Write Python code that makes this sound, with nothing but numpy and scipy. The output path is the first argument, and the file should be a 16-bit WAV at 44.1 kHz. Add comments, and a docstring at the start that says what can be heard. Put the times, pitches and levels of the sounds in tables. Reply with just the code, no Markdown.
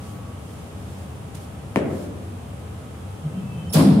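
"""Indoor cricket net. A fan hums, shoes and pads scuff, and a faint squeak passes early on.
The batsman taps his bat: turf crunches, willow rings, the walls echo.
Far down the hall a ball knocks and rolls along a bowling machine's chute and squeals at the wheels.
They fire it with a bright crack; the machine rattles and rings, and a hollow boom fills the room."""
import sys
import numpy as np
from scipy import signal
from scipy.fft import rfft, irfft
from scipy.io import wavfile

SR = 44100
rng = np.random.default_rng(int(sys.argv[2]) if len(sys.argv) > 2 else 0)


def file_out(sig):
    """Save sig as 16-bit WAV at sys.argv[1]."""
    # one column per channel
    cols = np.atleast_2d(sig).T
    # limit, then scale
    lim = np.clip(cols, -1, 1)
    pcm = np.round(lim * 32767).astype(np.int16)
    wavfile.write(sys.argv[1], SR, pcm)


N = 176400
TIME = np.arange(N) / SR
FREQS = np.fft.rfftfreq(N, 1 / SR)
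BAND_LIMIT_HZ = 15780


def amp(db):
    """Decibels to gain."""
    return 10 ** (np.asarray(db) / 20)


def lookup(table, hz, column=1):
    """Table column interpolated over log frequency."""
    columns = np.transpose(table)
    return np.interp(np.log(hz + 1), np.log(columns[0] + 1), columns[column])


def delayed(seconds):
    """Spectrum of a pure delay."""
    return np.exp(-2j * np.pi * FREQS * seconds)


def swell(middle, width):
    """Gaussian rise and fall; width is one sigma."""
    return np.exp(-.5 * ((TIME - middle) / width) ** 2)


def envelope(start, rise, t60):
    """Linear rise, exponential decay."""
    t = TIME - start
    return np.clip(t / rise, 0, 1) * amp(-60 * np.maximum(t - rise, 0) / t60)


def mode(start, hz, db, rise, t60):
    """One ringing resonance."""
    return amp(db) * envelope(start, rise, t60) * np.sin(2 * np.pi * hz * (TIME - start))


def flutter(shape, bandwidth_hz):
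    """Low-passed random motion, unit variance."""
    motion = irfft(rfft(rng.standard_normal(shape)) * np.exp(-(FREQS / bandwidth_hz) ** 2), N)
    return motion / motion.std()


# hall left-right likeness: f/Hz, coherence/0-1
COHERENCE = [(60, 0.96), (160, .95), (300, 0.81), (550, 0.39), (1000, 0), (15000, 0.03)]
# microphone balance: f/Hz, left minus right/dB
BALANCE = [(100, 1), (500, 1.1), (2000, 0.5), (5000, -0.5), (8000, -2), (10500, -9), (14000, -4)]


def diffuse_spectrum():
    """Stereo noise as the microphones hear the hall, about unit power per Hz."""
    shared, separate = rfft(rng.standard_normal((2, N))) * np.sqrt(SR / 2)
    coherence = lookup(COHERENCE, FREQS)
    lean_db = lookup(BALANCE, FREQS) / 2
    right = coherence * shared + np.sqrt(1 - coherence ** 2) * separate
    return np.array([shared * amp(lean_db), right * amp(-lean_db)])


def tone(hz, db, depth, waver_hz):
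    """Tone wavering in level and phase at each microphone."""
    waver = depth * flutter((2, 2, N), waver_hz)
    in_phase, quadrature = [pair + lookup(COHERENCE, hz) * (pair[0] - pair) for pair in waver]
    phase = 2 * np.pi * hz * TIME
    lean_db = lookup(BALANCE, hz) / 2
    wave = (1 + in_phase) * np.cos(phase) + quadrature * np.sin(phase)
    return amp(db) * amp([[lean_db], [-lean_db]]) * wave


def noise(spectrum):
    """Coloured hall noise."""
    return irfft(diffuse_spectrum() * amp(lookup(spectrum, FREQS)), N)


def reverberation(start, table, bands=20):
    """Dense reflections; each band has its own delay, rise and decay."""
    spectrum = diffuse_spectrum() * amp(lookup(table, FREQS))
    centres = np.geomspace(50, BAND_LIMIT_HZ, bands)
    tail = np.zeros((2, N))
    for hz, weights in zip(centres, np.eye(bands)):
        band = irfft(spectrum * np.interp(FREQS, centres, weights), N)
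        delay, rise, t60 = (lookup(table, hz, column) for column in (2, 3, 4))
        tail += band * envelope(start + delay, rise, t60)
    return tail


# fan and room air: f/Hz, relative density/dB
AIR_SPECTRUM = [(30, -47), (45, -13), (58, -16), (74, -3.5), (92, -.5), (115, -6), (140, -6), (164, -12),
                (197, -6.5), (219, -13.5), (243, -12), (275, -17), (300, -14), (369, -20.5), (505, -18.5),
                (800, -23), (1140, -26), (1820, -34), (3200, -35.5), (4200, -42), (5600, -43), (7400, -42),
                (8800, -40.5), (10800, -44), (12500, -49), (15500, -58)]
# fan tones: f/Hz, level/dB
FAN_TONES = [(96.9, -45.5), (242.2, -54), (430.7, -55.5), (791.3, -57), (1281, -59.5)]
AIR_RMS_DB = -35
HUM_DEPTH, HUM_WAVER_HZ = 0.41, 2.04
DYING_HOLD_S, DYING_FADE_S = 0.27, 0.2


def fan():
    """Rushing air, wavering hum, one tone that dies away and a thin fluttering whine."""
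    air = noise(AIR_SPECTRUM)
    hum = sum(tone(hz, db, HUM_DEPTH, HUM_WAVER_HZ) for hz, db in FAN_TONES)
    fade = np.exp(-np.maximum(TIME - DYING_HOLD_S, 0) / DYING_FADE_S)
    dying = tone(hz=1129.5, db=-53.5, depth=HUM_DEPTH, waver_hz=HUM_WAVER_HZ) * fade
    whine = tone(hz=15030, db=-81, depth=1.2, waver_hz=5)
    return amp(AIR_RMS_DB) * air / air.mean(0).std() + hum + dying + whine


# scuff strokes: t/s, width/s, gain/dB
SCUFF_STROKES = [(.07, 0.065, -7.5), (.55, 0.12, -11.5), (.95, 0.13, -10), (1.353, .0045, 2.5),
                 (1.372, 0.0093, -6), (1.43, 0.034, -7.5), (1.95, 0.046, -6.5), (2.04, 0.033, -8)]
# scuff friction: f/Hz, density/dB
SCUFF_SPECTRUM = [(300, -86), (2000, -86.5), (3200, -84), (4500, -85.5), (9000, -84.5), (12000, -89.5),
                  (15500, -97)]


def scuffs():
    """Shoes and pads brush softly as the batsman shuffles."""
    return noise(SCUFF_SPECTRUM) * sum(amp(db) * swell(t, width) for t, width, db in SCUFF_STROKES)


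# squeak partials: middle t/s, length/s, top f/Hz, sag at ends/Hz, level/dB
SQUEAK_PARTIALS = [(.155, .13, 12300, 700, -65), (.165, .08, 15100, 700, -68)]


def squeak():
    """Thin whistle arching up and down in pitch and level."""
    whistle = np.zeros(N)
    for middle, length, top_hz, sag_hz, db in SQUEAK_PARTIALS:
        sag = np.minimum((2 * (TIME - middle) / length) ** 2, 1)
        phase = 2 * np.pi * np.cumsum(top_hz - sag_hz * sag) / SR
        whistle += amp(db) * np.sqrt(1 - sag) * np.sin(phase)
    return whistle


# blade contacts: t/s, gain/dB
CONTACTS = [(1.7597, 22), (1.7747, 6)]
# contact pulse: f/Hz, relative level/dB
BLOW_SPECTRUM = [(50, -49), (150, -20.5), (350, -1.5), (650, 4), (1050, 0), (1500, -11), (2200, -3.5),
                 (3000, -13), (4200, -36), (6000, -38), (10000, -27), (15000, -49)]
# wall echoes: delay/s, left/dB, right/dB
WALL_ECHOES = [(.0028, -11, -15), (.0106, -3, -21), (.0171, -8, -20), (.0283, -16, -14.5),
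               (.032, -18.5, -19), (.098, -20, -18), (.124, -18, -20), (.154, -22, -21)]
RIGHT_LAG_S, ECHO_CUTOFF_HZ = 0.00013, 700


def bat_blow():
    """The blade lands and rocks once; the walls return dulled echoes."""
    log_gain = np.log(amp(lookup(BLOW_SPECTRUM, abs(np.fft.fftfreq(N, 1 / SR)))))
    pulse = np.exp(np.conj(signal.hilbert(log_gain)))[:len(FREQS)]  # minimum phase
    contacts = sum(amp(db) * delayed(t) for t, db in CONTACTS)
    direct = np.array([delayed(0), amp(-4) * delayed(RIGHT_LAG_S)])
    walls = sum(amp([[left], [right]]) * delayed(delay) for delay, left, right in WALL_ECHOES)
    walls /= 1 + 1j * FREQS / ECHO_CUTOFF_HZ
    return irfft(pulse * contacts * (direct + walls), N)


# turf fibres: f/Hz, density/dB
CRUNCH_SPECTRUM = [(1500, -80), (3000, -62), (4500, -72), (6500, -70), (11500, -74), (15500, -84)]
# bat and floor modes: f/Hz, level/dB, t60/s, left minus right/dB
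BAT_MODES = [(257, -11, 0.085, 0), (304, -24, 0.47, 4), (417, -22, 0.37, 1), (483, -19.5, .09, 12),
             (597, -21.5, 0.24, 9), (665, -37, 0.6, 5), (1800, -34, .07, 0), (2220, -37, .07, 2),
             (3160, -27, 0.01, 9)]
# blade on turf: f/Hz, level/dB, rise/s, t60/s
THUD_MODES = [(135, -21, .003, 0.17), (204, -11.5, 0.014, 0.063)]
# hall after the tap: f/Hz, density/dB, delay/s, rise/s, t60/s
TAP_REVERB = [(60, -71.5, .005, .02, 0.94), (130, -47.5, .01, .03, 1.4), (252, -49.5, 0.018, .04, 1.73),
              (328, -48.5, 0.008, 0.019, 1.47), (576, -51, 0.0039, 0.0075, 1.28),
              (765, -62, .004, .008, 1.4), (995, -67.5, 0.0041, .008, 1.3),
              (2170, -68, 0.0036, 0.0056, 0.63), (4460, -80.5, 0.0018, 0.0038, 0.212),
              (9030, -82, 0.0022, 0.0035, 0.2), (15000, -97, .003, .004, .13)]
CRUNCH_RISE_S, BAT_RISE_S = 0.00042, 0.0013


def bat_tap():
    """The blow crushes the turf with a thud and sets willow, floor and hall ringing."""
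    start = CONTACTS[0][0]
    crunch = noise(CRUNCH_SPECTRUM) * envelope(start - CRUNCH_RISE_S, CRUNCH_RISE_S, t60=.009)
    ring = sum(mode(start, hz, db, BAT_RISE_S, t60) * amp([[0], [-lean_db]])
               for hz, db, t60, lean_db in BAT_MODES)
    thud = sum(mode(start, *row) for row in THUD_MODES) * amp([[0], [-3.5]])
    return bat_blow() + crunch + ring + thud + reverberation(start, TAP_REVERB)


# ball against chute: t/s, f/Hz, level/dB
CHUTE_KNOCKS = [(3.232, 150.8, -18.5), (3.352, 188.4, -24), (3.43, 205, -31.5), (3.555, 160.5, -29),
                (3.66, 172.6, -28)]
# thin metallic rings: t/s, width/s, f/Hz, level/dB
CHUTE_RINGS = [(3.27, 0.017, 3110, -65), (3.36, 0.02, 2750, -60), (3.385, 0.021, 3100, -59),
               (3.52, 0.053, 2630, -60), (3.55, .13, 2600, -63), (3.65, 0.068, 3080, -57)]
# rolling rumble: f/Hz, density/dB
ROLL_SPECTRUM = [(50, -86), (100, -54), (150, -52.5), (210, -54.5), (300, -73.5), (800, -82), (3000, -110)]
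# ball meeting the wheels: t/s, width/s, f/Hz, level/dB
WHEEL_SQUEALS = [(3.703, 0.0055, 5360, -54), (3.714, 0.011, 10600, -52), (3.728, .002, 5320, -39.5),
                 (3.733, 0.0046, 10620, -37)]
WAVER_DEPTH, RING_WAVER_HZ, SQUEAL_WAVER_HZ = 1.7, 45, 120


def chute():
    """The ball knocks and rolls down the chute, rings its metal and squeals at the wheels."""
    knocks = sum(mode(t, hz, db, rise=0.033, t60=0.16) for t, hz, db in CHUTE_KNOCKS)
    ring = sum(tone(hz, db, WAVER_DEPTH, RING_WAVER_HZ) * swell(t, width)
               for t, width, hz, db in CHUTE_RINGS)
    squeal = sum(tone(hz, db, WAVER_DEPTH, SQUEAL_WAVER_HZ) * swell(t, width)
                 for t, width, hz, db in WHEEL_SQUEALS)
    rumble = noise(ROLL_SPECTRUM) * envelope(start=3.3, rise=0.032, t60=5.7)
    return knocks + ring + squeal + rumble


# wheels gripping the ball: f/Hz, density/dB
SNATCH_SPECTRUM = [(1000, -92), (2000, -82), (3000, -69), (4300, -66), (7000, -70), (10500, -63.5),
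                   (13000, -67), (15500, -70)]
# hollow modes of machine and hall: f/Hz, level/dB, delay/s, rise/s, t60/s
BOOM_MODES = [(157.2, -8, .02, 0.018, 0.27), (199.1, -8, .05, 0.096, 0.64), (262.5, -14.5, .06, 0.056, 0.9),
              (281.6, -20.5, .08, 0.036, 0.66), (333.8, -19, .05, 0.017, 0.605),
              (534, -25, .02, 0.023, 0.57), (615, -26, .025, .02, .4), (153.3, -11, .15, 0.032, 0.188),
              (212.8, -14, 0.219, 0.029, .5)]
# machine metal: f/Hz, level/dB, t60/s
METAL_MODES = [(990, -39.5, 1.9), (4040, -48, 0.83), (5320, -38, 0.71), (8250, -44.5, .7), (9696, -46, .6),
               (10800, -40, .5)]
# crack spreading through the hall: f/Hz, density/dB, delay/s, rise/s, t60/s
SHOT_REVERB = [(50, -74, .025, .02, 2), (85.7, -43, 0.026, .02, 1.94), (170, -39, 0.012, 0.0267, 7),
               (262, -37, 0.018, 0.065, 1.92), (394, -48.5, 0.0085, 0.0142, 3),
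               (627, -51.5, 0.011, 0.021, 2.4), (1100, -56.5, 0.011, 0.02, 1.1),
               (1960, -65.5, 0.012, 0.026, 1.02), (3200, -66, 0.006, 0.027, 0.98),
               (5210, -63, 0.0015, 0.019, 0.73), (5860, -69.5, 0.0056, 0.014, 0.62),
               (8320, -65.5, 0.0018, 0.0143, 0.61), (10600, -65, 0.0011, .012, .6),
               (12500, -69.5, 0.0013, .012, 0.51), (15500, -77, 0, .012, 0.32)]
SHOT_S, SNATCH_S = 3.725, 3.739


def shot():
    """The wheels snatch the ball with a crack; metal rings, machine and hall boom."""
    snatch = noise(SNATCH_SPECTRUM) * swell(SNATCH_S, width=0.0058)
    boom = sum(mode(SHOT_S + delay, hz, db, rise, t60) for hz, db, delay, rise, t60 in BOOM_MODES)
    metal = sum(mode(SHOT_S, hz, db, rise=0.017, t60=t60) for hz, db, t60 in METAL_MODES)
    hall = reverberation(SHOT_S, SHOT_REVERB)
    return snatch + metal * amp([[-5], [0]]) + boom * amp([[0], [-1.3]]) + hall


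# machine rattle: f/Hz, density/dB
RATTLE_SPECTRUM = [(1200, -92), (2700, -70), (5200, -68), (6200, -81), (15000, -84)]
GRIT_SIGMA_DB = 6


def rattle():
    """The machine shakes as the ball leaves: noise with a fast, uneven level."""
    grit = amp(GRIT_SIGMA_DB * flutter(N, bandwidth_hz=350))
    grit /= np.sqrt(np.mean(grit ** 2))
    return noise(RATTLE_SPECTRUM) * grit * envelope(SNATCH_S, rise=.006, t60=0.42)


# far-wall echo: f/Hz, density/dB
SLAP_SPECTRUM = [(300, -68), (700, -72), (1050, -52), (1600, -76), (2900, -68), (5200, -82), (7000, -87),
                 (15000, -92)]


def wall_slap():
    """The crack returns from the far wall as a short noise burst."""
    return noise(SLAP_SPECTRUM) * swell(middle=3.803, width=0.016)


def scene():
    """Stereo sum of fan, batsman and machine."""
    return fan() + scuffs() + squeak() + bat_tap() + chute() + shot() + rattle() + wall_slap()


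CEILING, BASS_CUT_HZ = 0.7, 57


def record(dry):
    """Soft clip, bass cut, band limit."""
    rounded = dry / (1 + (dry / CEILING) ** 4) ** (1 / 4)
    highpass = signal.butter(5, BASS_CUT_HZ, "high", fs=SR, output="sos")
    lowpass = signal.firwin(511, BAND_LIMIT_HZ, window=("kaiser", 9), fs=SR)
    return signal.oaconvolve(signal.sosfilt(highpass, rounded), lowpass[None], "same")


dry = scene()
out = record(dry)
file_out(out)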